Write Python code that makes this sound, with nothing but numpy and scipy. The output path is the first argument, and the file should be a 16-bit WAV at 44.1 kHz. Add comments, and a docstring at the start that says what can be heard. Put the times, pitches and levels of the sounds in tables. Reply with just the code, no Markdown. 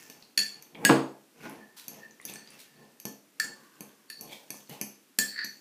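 """A kitchen counter in a small hard room: a fork mashes cooked apple in a big handled ceramic bowl.
Impacts excite normal modes: the bowl clinks when bare glaze is struck, the fork ticks dully through
the fruit, and stick-slip friction makes the wall sing. The pulp crackles, squelches through small
resonant cavities and pops as air pockets burst. The bowl is set down once and its foot rubs, driving
the low modes of the counter. The room reverberates over a faint hiss."""
import sys
import numpy as np
from scipy import signal
from scipy.io import wavfile
from scipy.ndimage import uniform_filter1d

SR = 44100
rng = np.random.default_rng(int(sys.argv[2]) if len(sys.argv) > 2 else 0)


def wav_out(sig):
    """Save sig, one row per channel (or a flat mono array), as 16-bit PCM at SR to the path in sys.argv[1]."""
    wavfile.write(sys.argv[1], SR, np.round(np.clip(np.atleast_2d(sig).T, -1, 1) * 32767).astype(np.int16))


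N = 247158

# Levels in all tables are relative; t60 is the time a vibration takes to fall by 60 dB.
# Fork on bare glaze. Each row: start in seconds, counter thump in dB, the low, middle, high and
# sparkle registers in dB, ring length factor, extra crack in dB.
GLAZE_CLINKS = [(0.375, -42, -24, -15.5, -21.5, -25.5, 0.52, 0.83),
                (0.3898, -42.5, -34.5, -21.5, -24.5, -36, 0.52, 5.5),
                (3.3984, -50, -20.5, -25.5, -26.5, -34.5, 0.33, 5.1),
                (3.4451, -47, -63, -48, -39.5, -48, 0.12, 9.3),
                (4.0996, -59, -39.5, -38, -41.5, -41.5, 0.26, 2.1),
                (5.1868, -31.5, -22, -21.5, -16.5, -20.5, 0.71, 12.7)]
# The edge of the foot meets the counter. Each row: as for the clinks.
FOOT_STRIKES = [(0.85, -28, -18, -22.5, -20, -26.5, 0.4, 3)]
# The four registers of an impact. Each entry: lower edge in Hz.
REGISTER_EDGES = [1400, 2200, 5200, 9700]
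# Tines strike through fruit. Each row: start in seconds, level in dB, tilt in dB per octave, thump in dB.
TINE_TICKS = [(0.099, -47.5, -2, -51.5), (0.624, -49.5, 0, -84), (1.8816, -39.5, 2.5, -50.5),
              (2.2519, -38, 1.5, -48), (2.2972, -44.5, -1.5, -44.5), (2.357, -49, -8, -53),
              (2.9998, -48, 1.5, -77.5), (3.0534, -36.5, -0.5, -35), (3.8069, -44, 1, -41.5),
              (4.21, -44, 4.5, -49.5), (4.5041, -37.5, 0, -44.5), (4.695, -54, 7.5, -44),
              (4.813, -32, 0, -36), (5.4453, -38, -2, -45.5)]
# Spectral shape shared by all ticks. Each row: register centre in Hz, level in dB.
TICK_SHAPE = [(1700, -10.5), (3400, -2), (7000, -0.5), (12000, -0.5)]
# Bowl modes, split in pairs by the handle. Each row: frequency in Hz, nominal t60 in seconds,
# level in dB when struck on the wall, level in dB when struck on the foot.
BOWL_MODES = [(1658, 0.53, -12, -3.5), (1764, 0.35, 5, -15), (1950, 0.055, -8, 0.5),
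              (2646, 0.067, 0, -14.5), (2920, 0.053, -34.5, 1.5), (3432, 0.12, -8, -20.5),
              (4370, 0.067, 8.5, -34), (4425, 0.13, 6.5, -12.5), (4562, 0.042, 14.5, -16.5),
              (5700, 0.013, -23.5, -17.5), (5060, 0.0088, -16.5, -0.5), (6680, 0.51, 4, 5),
              (6760, 0.13, 17.5, -7.5), (7500, 0.1, -13.5, -16.5), (7480, 0.12, 22, -10),
              (7940, 0.059, 2, -13.5), (8810, 0.1, 9, 6.5), (7940, 0.039, -23.5, -1), (10940, 0.03, 6.5, 5),
              (10850, 0.066, 12, -25.5), (12660, 0.27, 4, -9), (12400, .07, 5.5, -16),
              (15700, 0.089, -7.5, -12)]
# Fork modes, damped by fruit and fingers. Each row: frequency in Hz, nominal t60 in seconds, level in dB.
FORK_MODES = [(1756, 0.18, -14), (2410, 0.0055, 4), (4554, 0.032, -11.5), (5530, 0.0074, -0.5),
              (6010, 0.025, 3.5), (6420, 0.0061, 17.5), (8540, 0.012, -6), (11500, 0.0087, 12),
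              (12120, 0.03, 0.5), (12500, 0.0029, 8.5), (14500, .003, 13)]
# Tines drag up the wall. Each row: peak time, rise and fall in seconds, low and middle ring in dB.
WALL_SCRAPES = [(0.005, .02, 0.038, -59.5, -66), (1.63, 0.04, 0.082, -59, -81),
                (2.05, 0.049, 0.045, -57, -74), (2.38, 0.028, 0.042, -60, -57),
                (2.82, 0.14, 0.067, -68, -76), (4.135, 0.031, 0.064, -75, -48),
                (5.29, 0.024, 0.029, -63, -40.5), (5.424, 0.076, .016, -36.5, -39),
                (5.449, 0.033, 0.013, -48, -40.5)]
# Bowl resonances driven by a scrape. Each row: frequency in Hz, width in Hz before broadening.
SCRAPE_RINGS = [(1785, 92), (4450, 170)]
# The hand bears down. Each row: time of greatest force in seconds, then squashed pulp,
# wet crackle and rocking foot in dB.
HAND_STROKES = [(0.0, -55.5, -46, -54), (0.17, -67, -56.5, -59), (0.571, -60.5, -68.5, -57.5),
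                (1.469, -53.5, -60.5, -45.5), (1.96, -57.5, -53.5, -49.5), (2.33, -55.5, -51.5, -52),
                (2.551, -57, -62, -58), (2.828, -70.5, -73.5, -54), (3.11, -87, -77.5, -65),
                (3.489, -61, -62.5, -50), (3.849, -70.5, -61, -57.5), (4.261, -65, -52, -49),
                (4.57, -66, -48.5, -67), (4.83, -60.5, -58, -66.5), (5.54, -67, -53, -71)]
# Pulp squeezed between tines. Each row: peak time, rise and fall in seconds, gurgle in dB,
# frequency of the larger cavity in Hz, spray in dB.
PULP_SQUELCHES = [(1.46, 0.058, 0.047, -48.5, 1540, -55), (1.773, 0.0063, 0.05, -53.5, 950, -42),
                  (2.292, 0.016, 0.013, -44.5, 2450, -49), (2.615, 0.035, .031, -61, 1640, -49),
                  (3.68, 0.18, 0.3, -62, 1140, -64.5), (4.329, 0.039, 0.026, -44.5, 2350, -53.5),
                  (4.326, 0.02, 0.069, -51, 590, -49), (4.708, .012, 0.038, -49, 2050, -46.5),
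                  (4.74, 0.034, 0.032, -56.5, 794, -59)]
# The largest air pockets burst. Each row: start in seconds, level in dB, pitch in Hz.
LARGE_POPS = [(0.224, -56.5, 4320), (0.747, -56, 3220), (0.752, -51.5, 2350), (1.496, -55.5, 11700),
              (2.109, -60.5, 6140), (2.199, -54.5, 2020), (2.214, -59.5, 9500), (2.337, -48.5, 8840),
              (2.474, -56, 4650), (2.504, -58, 9400), (4.543, -54, 845), (4.729, -56, 834)]
# The bowl drops flat and rocks. Each row: start in seconds, level in dB.
BOWL_THUDS = [(0.845, -39.5), (0.895, -19.5), (0.899, -18), (0.911, -27), (0.932, -32.5), (1.456, -42.5),
              (1.497, -48.5), (1.528, -50.5)]
# The other hand slides or tips the bowl. Each row: peak time, rise and fall in seconds, level in dB.
BOWL_SLIDES = [(0.851, 0.071, 0.075, -32.5), (1.44, 0.044, 0.032, -55), (1.59, 0.032, 0.051, -53),
               (4.725, 0.018, 0.022, -42)]
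# Modes of counter top and cupboard. Each row: frequency in Hz, t60 in seconds,
# level in dB under a light tap, level in dB under the whole bowl.
COUNTER_MODES = [(138.3, 0.37, -5.5, -5), (206, 0.47, 3, -8.5), (272, 0.36, 1, 1.5), (329, 0.37, -18, 3.5),
                 (400, 0.46, -13.5, -10), (464, 0.28, -7.5, -1.5), (654, 0.24, -26, -2),
                 (857.6, 0.37, -10.5, -4), (1045, 0.079, -2.5, 2.5)]
# Reverberation of the room. Each row: frequency in Hz, t60 in seconds.
ROOM_DECAY = [(120, 0.11), (500, 0.49), (2000, 0.31), (5000, 0.39), (9000, 0.32), (15000, 0.29)]
# Spectra of the noisy sounds. Each row: frequency in Hz, gain in dB.
CRACK_SPECTRUM = [(1000, -11.5), (2000, -10.5), (2800, -11.5), (3800, -17.5), (5500, -6), (8000, 2.5),
                  (12000, -14), (15500, -3.5)]  # hard surfaces meeting
PULP_SPECTRUM = [(400, -37), (1000, -3), (1700, -1.5), (2700, 3), (4000, -10.5), (6000, -4.5), (15000, -47)]  # fruit squashing
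CRACKLE_SPECTRUM = [(1500, -29.5), (4000, -13), (6200, -0.5), (9000, -12), (12000, -8.5), (15500, -7)]  # wet skin parting
SPRAY_SPECTRUM = [(700, -36.5), (1600, -6), (4000, 0), (7000, -4.5), (11000, -5), (15000, -6.5)]  # juice escaping
TAP_SPECTRUM = [(30, -33), (90, -12.5), (140, -2), (220, 7.5), (400, -2.5), (800, -9), (1400, -19),
                (3000, -38)]  # counter under a light tap
THUD_SPECTRUM = [(30, -40.5), (60, -41), (95, -32.5), (135, -4), (230, 9.5), (330, -3), (480, -2),
                 (750, -5), (1100, -4), (1700, -10), (2700, -15.5), (5000, -28), (12000, -45)]  # counter under the whole bowl
RUB_SPECTRUM = [(40, -42.5), (95, -23.5), (140, 1), (210, -0.5), (400, -6), (900, -10), (1500, -35.5),
                (4000, -37.5)]  # foot grinding
HISS_SPECTRUM = [(30, -35.5), (75, -38), (130, -10.5), (270, 5), (670, -10.5), (1500, -10), (4000, -13),
                 (8000, -14), (14300, -15), (15500, -31)]  # the quiet room

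TOP_HZ = 15400
EVENT_T = np.arange(SR // 2) / SR  # time axis of one short event, in seconds


def clinks():
    """Impact on bare glaze excites the normal modes of the bowl's wall."""
    hz, t60, wall_db, _ = np.transpose(BOWL_MODES)
    return impacts(GLAZE_CLINKS, (hz, t60, wall_db), crack_db=37.5, contact_s=0.0012,
                   wet_db=-3, spot_db=5, detune=0.0015)


def ticks(pivot_hz=6000, ring_length=0.9, extra_crack_db=1.5):
    """Fruit cushions the impact of the tines: the thinner the cushion, the brighter the tick."""
    hz, shape_db = np.transpose(TICK_SHAPE)
    octaves = np.log2(hz / pivot_hz)
    rows = [(start, thump_db, *(db + shape_db + tilt * octaves), ring_length, extra_crack_db)
            for start, db, tilt, thump_db in TINE_TICKS]
    return impacts(rows, np.transpose(FORK_MODES), crack_db=23, contact_s=0.0007,
                   wet_db=-2.5, spot_db=2, detune=0.016)


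def impacts(rows, modes, crack_db, contact_s, wet_db, spot_db, detune):
    """A blow superposes contact noise, free vibration and a thump; the spot struck weights the modes."""
    out = np.zeros(N)
    hz, t60, mode_db = modes
    longest_t60 = 0.3 * (1700 / hz) ** 0.75  # pulp and the holding hand damp high modes most
    for start, thump_db, *register_db, ring_length, extra_crack_db in rows:
        spot, shift = rng.standard_normal((2, len(hz))) * hz / hz.max()  # high modes vary most
        decay_s = np.minimum(t60 * ring_length, longest_t60)
        ring = ringing(hz * (1 + detune * shift), decay_s, mode_db + spot_db * spot)
        ring *= 1 - np.exp(-EVENT_T / contact_s)
        crack = amp(crack_db + extra_crack_db) * coloured(contact(contact_s), CRACK_SPECTRUM)
        blow = kitchen(ring + crack, wet_db)
        for lo, hi, db in zip(REGISTER_EDGES, REGISTER_EDGES[1:] + [TOP_HZ], register_db):
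            add(out, start, at_level(band(blow, lo, hi), db))
        add(out, start, at_level(counter(TAP_SPECTRUM, level_column=2, ring_db=-3.5), thump_db))
    return out


def scrapes(light_touch_db=-55.5, broaden_hz=30):
    """Stick-slip friction drives two resonances of the bowl; a harder scrape widens them."""
    slips = judder() * grains(per_s=990, spread_db=2.5, hiss=0.42)
    out = np.zeros(N)
    for peak, rise, fall, *ring_db in WALL_SCRAPES:
        for (hz, base_width), db in zip(SCRAPE_RINGS, ring_db):
            width = base_width + broaden_hz * amp(db - light_touch_db)
            out += amp(db) * swell(peak, rise, fall) * resonate(slips, hz, width)
    return kitchen(out, wet_db=-3)


def mashing(press_s=0.083, release_s=0.077, resting_db=-80):
    """Pulp yields and its wet skin parts in tiny impulses: shot noise modulated by the hand's force."""
    _, pulp_db, crackle_db, _ = np.transpose(HAND_STROKES)
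    resting = amp(resting_db)  # the pulp keeps shifting between strokes
    squash = resting + stroke_force(pulp_db, press_s, release_s)
    parting = resting + stroke_force(crackle_db, press_s, release_s)
    skin = coloured(grains(per_s=520, spread_db=4.2, hiss=0.3), CRACKLE_SPECTRUM)
    pulp = coloured(grains(per_s=470, spread_db=0.5, hiss=0.29), PULP_SPECTRUM)
    return amp(-1.5) * driven(pulp, squash, wet_db=-3.5) + amp(-7.5) * driven(skin, parting, wet_db=-3.5)


def squelches(width_share=0.24, cavity_ratio=1.39):
    """Cavity resonance: air and juice gurgle through two hollows, the smaller higher, and spray out."""
    flow = grains(per_s=1400, spread_db=2, hiss=0.48)
    spray = coloured(grains(per_s=2000, spread_db=3.5, hiss=0.59), SPRAY_SPECTRUM)
    out = np.zeros(N)
    for peak, rise, fall, db, cavity_hz, spray_db in PULP_SQUELCHES:
        gurgle = sum(resonate(flow, hz, hz * width_share) for hz in (cavity_hz, cavity_hz * cavity_ratio))
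        out += swell(peak, rise, fall) * (amp(db) * unit_rms(gurgle) + amp(spray_db) * unit_rms(spray))
    return amp(-3.5) * kitchen(judder() * out, wet_db=-3.5)


def pops(decay_cycles=2.5, snap_s=0.0009):
    """A bursting air pocket is a damped oscillator, excited by a wet snap."""
    out = np.zeros(N)
    for start, db, hz in LARGE_POPS + small_pop_rows():
        bubble = np.sin(2 * np.pi * hz * EVENT_T) * np.exp(-EVENT_T * hz / decay_cycles)
        snap = contact(snap_s)
        ring = signal.fftconvolve(snap, bubble / np.linalg.norm(bubble))[:len(EVENT_T)]
        spray = amp(-20) * coloured(snap, SPRAY_SPECTRUM)
        add(out, start, at_level(kitchen(ring + spray, wet_db=-2), db))
    return out


def small_pop_rows(per_stroke=3, scatter_s=0.052, spread_db=1, centre_hz=6000, spread_octaves=0.67):
    """Small pockets burst in a random scatter about each stroke, louder where it is wetter."""
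    times, _, crackle_db, _ = np.repeat(HAND_STROKES, per_stroke, axis=0).T
    when, size, pitch = np.clip(rng.standard_normal((len(times), 3)), -2, 2).T
    starts = abs(times + scatter_s * when)
    db = -69.5 + 0.35 * (crackle_db - crackle_db.mean()) + spread_db * size
    return list(zip(starts, db, centre_hz * 2 ** (spread_octaves * pitch)))


def foot_knock():
    """Impact at the foot excites the same bowl modes as at the wall, in other proportions."""
    hz, t60, _, foot_db = np.transpose(BOWL_MODES)
    return impacts(FOOT_STRIKES, (hz, t60, foot_db), crack_db=33.5, contact_s=0.0006,
                   wet_db=-4, spot_db=-4, detune=0.00027)


def thuds():
    """The heavy bowl lands and rocks; the counter top radiates as a sounding board."""
    out = np.zeros(N)
    for start, db in BOWL_THUDS:
        add(out, start, at_level(counter(THUD_SPECTRUM, level_column=3, ring_db=-0.5), db))
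    return out


def foot_rub(rock_s=0.076, settle_s=0.085):
    """Friction under the rocking or sliding foot forces the counter's modes; sliding also rasps."""
    rocking = stroke_force(np.transpose(HAND_STROKES)[3], rock_s, settle_s)
    sliding = sum(amp(db) * swell(peak, rise, fall) for peak, rise, fall, db in BOWL_SLIDES)
    grit = grains(per_s=500, spread_db=5.5, hiss=0.84)
    rub = unit_rms(coloured(grit, RUB_SPECTRUM))
    hz, t60, tap_db, _ = np.transpose(COUNTER_MODES)
    boom = unit_rms(signal.fftconvolve(grit, ringing(hz, t60, tap_db))[:N])
    grind = driven(rub + amp(-3) * boom, rocking + sliding, wet_db=1)
    rasp = driven(band(grit, 880, 2500), sliding, wet_db=2.5)
    return amp(-2.5) * grind + amp(-17) * rasp


def counter(spectrum, level_column, ring_db, onset_s=0.0025):
    """The impulse response of the counter top: a dull puff and slowly decaying low modes."""
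    modes = np.transpose(COUNTER_MODES)
    puff = kitchen(coloured(signal.unit_impulse(len(EVENT_T)), spectrum), wet_db=1)
    ring = ringing(modes[0], modes[1], modes[level_column]) * (1 - np.exp(-EVENT_T / onset_s))
    return at_level(puff, 0) + at_level(ring, ring_db)


def kitchen(x, wet_db, build_s=0.0041):
    """Reverberation: the direct sound plus a diffuse tail that builds quickly and decays band by band."""
    hz, t, noise = signal.stft(rng.standard_normal(SR // 2), SR, nperseg=256)
    decay = amp(-60 * t / at_frequency(ROOM_DECAY, hz)[:, None])
    tail = signal.istft(noise * decay, SR, nperseg=256)[1]
    tail *= 1 - np.exp(-(np.arange(len(tail)) / SR / build_s) ** 2)
    return x + amp(wet_db) * signal.fftconvolve(x, tail / np.linalg.norm(tail))[:len(x)]


def room_hiss():
    """Stationary filtered noise forms the background of the room."""
    return unit_rms(coloured(rng.standard_normal(N), HISS_SPECTRUM))


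def ringing(hz, t60, db):
    """Free vibration is a sum of exponentially damped sines, one for each mode."""
    t = EVENT_T[:, None]
    envelopes = amp(db) * np.exp(-np.log(1000) * t / t60)
    return (envelopes * np.sin(2 * np.pi * (hz * t + rng.random(len(hz))))).sum(1)


def contact(peak_s):
    """Brief contact gives a broadband burst of chatter, here of unit energy."""
    age = EVENT_T / peak_s
    chatter = rng.standard_normal(len(age)) * age * np.exp(-age)
    return chatter / np.linalg.norm(chatter)


def grains(per_s, spread_db, hiss):
    """Shot noise: tiny slips of uneven size at random times, over a smooth hiss."""
    sizes = amp(spread_db * np.minimum(rng.exponential(1, N), 4)) * rng.choice([-1, 1], N)
    slips = sizes * (rng.random(N) < per_s / SR)
    return unit_rms(slips) + hiss * rng.standard_normal(N)


def judder(depth_db=2.5, smooth_s=0.009):
    """Random amplitude modulation: pulp and tines give way in fits and starts."""
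    wander = uniform_filter1d(rng.standard_normal(N), round(smooth_s * SR))
    wander = uniform_filter1d(wander, round(smooth_s * SR / 2))
    return unit_rms(amp(depth_db * np.clip(unit_rms(wander), -2, 2)))


def driven(texture, force, wet_db):
    """Amplitude follows force; direct and reverberant sound share the power."""
    return kitchen(force * unit_rms(texture), wet_db) / np.hypot(1, amp(wet_db))


def stroke_force(levels_db, rise, fall):
    """Forces superpose, one swell for each stroke of the hand."""
    return sum(amp(db) * swell(peak, rise, fall) for (peak, *_), db in zip(HAND_STROKES, levels_db))


def swell(peak, rise, fall):
    """Force builds as a Gaussian up to the peak time, then relaxes exponentially."""
    t = np.arange(N) / SR - peak
    return np.exp(-np.minimum(np.where(t < 0, (t / rise) ** 2, t / fall), 30))


def resonate(x, hz, width):
    """Two equal resonators in cascade give a steep-sided peak; the output has unit RMS."""
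    b, a = signal.iirpeak(hz, hz / width, fs=SR)
    return unit_rms(signal.lfilter(b, a, signal.lfilter(b, a, x)))


def band(x, lo, hi):
    """A band-pass filter keeps one register."""
    return signal.sosfilt(signal.butter(3, [lo, hi], btype="band", fs=SR, output="sos"), x)


def coloured(x, spectrum, size=4096):
    """A causal, minimum-phase filter imposes the given spectrum."""
    log_gain = np.log(amp(at_frequency(spectrum, abs(np.fft.fftfreq(size, 1 / SR)))))
    taps = np.fft.ifft(np.exp(np.conj(signal.hilbert(log_gain)))).real[:size // 2]
    return signal.fftconvolve(x, taps)[:len(x)]


def at_frequency(table, hz):
    """Interpolation on a logarithmic frequency axis."""
    table_hz, values = np.transpose(table)
    return np.interp(np.log(hz + 1), np.log(table_hz + 1), values)


def add(mix, start, sound):
    """Superposes a sound on the mix at a start time in seconds."""
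    part = mix[max(round(start * SR), 0):][:len(sound)]
    part += sound[:len(part)]


def at_level(x, db):
    """Scales a blow so that its first 30 ms have the given RMS level."""
    return amp(db) * x / rms(x[:SR * 3 // 100])


def unit_rms(x):
    """Scales a signal to unit mean power."""
    return x / rms(x)


def rms(x):
    """Root mean square."""
    return np.sqrt(np.mean(x ** 2) + 1e-24)


def amp(db):
    """Decibels to amplitude ratio."""
    return 10 ** (np.asarray(db) / 20)


def scene():
    """Bowl, fork and fruit superpose on the faint hiss of the room, in one channel."""
    strikes = amp(-7.5) * clinks() + amp(-2) * foot_knock() + amp(-5.5) * ticks()
    background = amp(-64) * room_hiss()
    bowl = thuds() + scrapes() + foot_rub()
    fruit = pops() + squelches() + mashing()
    return (strikes + bowl + fruit + background)[None]


def record(dry):
    """A linear-phase low-pass filter removes the highest treble."""
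    lowpass = signal.firwin(401, TOP_HZ, window=("kaiser", 8), fs=SR)
    return signal.oaconvolve(dry, lowpass[None], "same")


dry = scene()
out = record(dry)
wav_out(out)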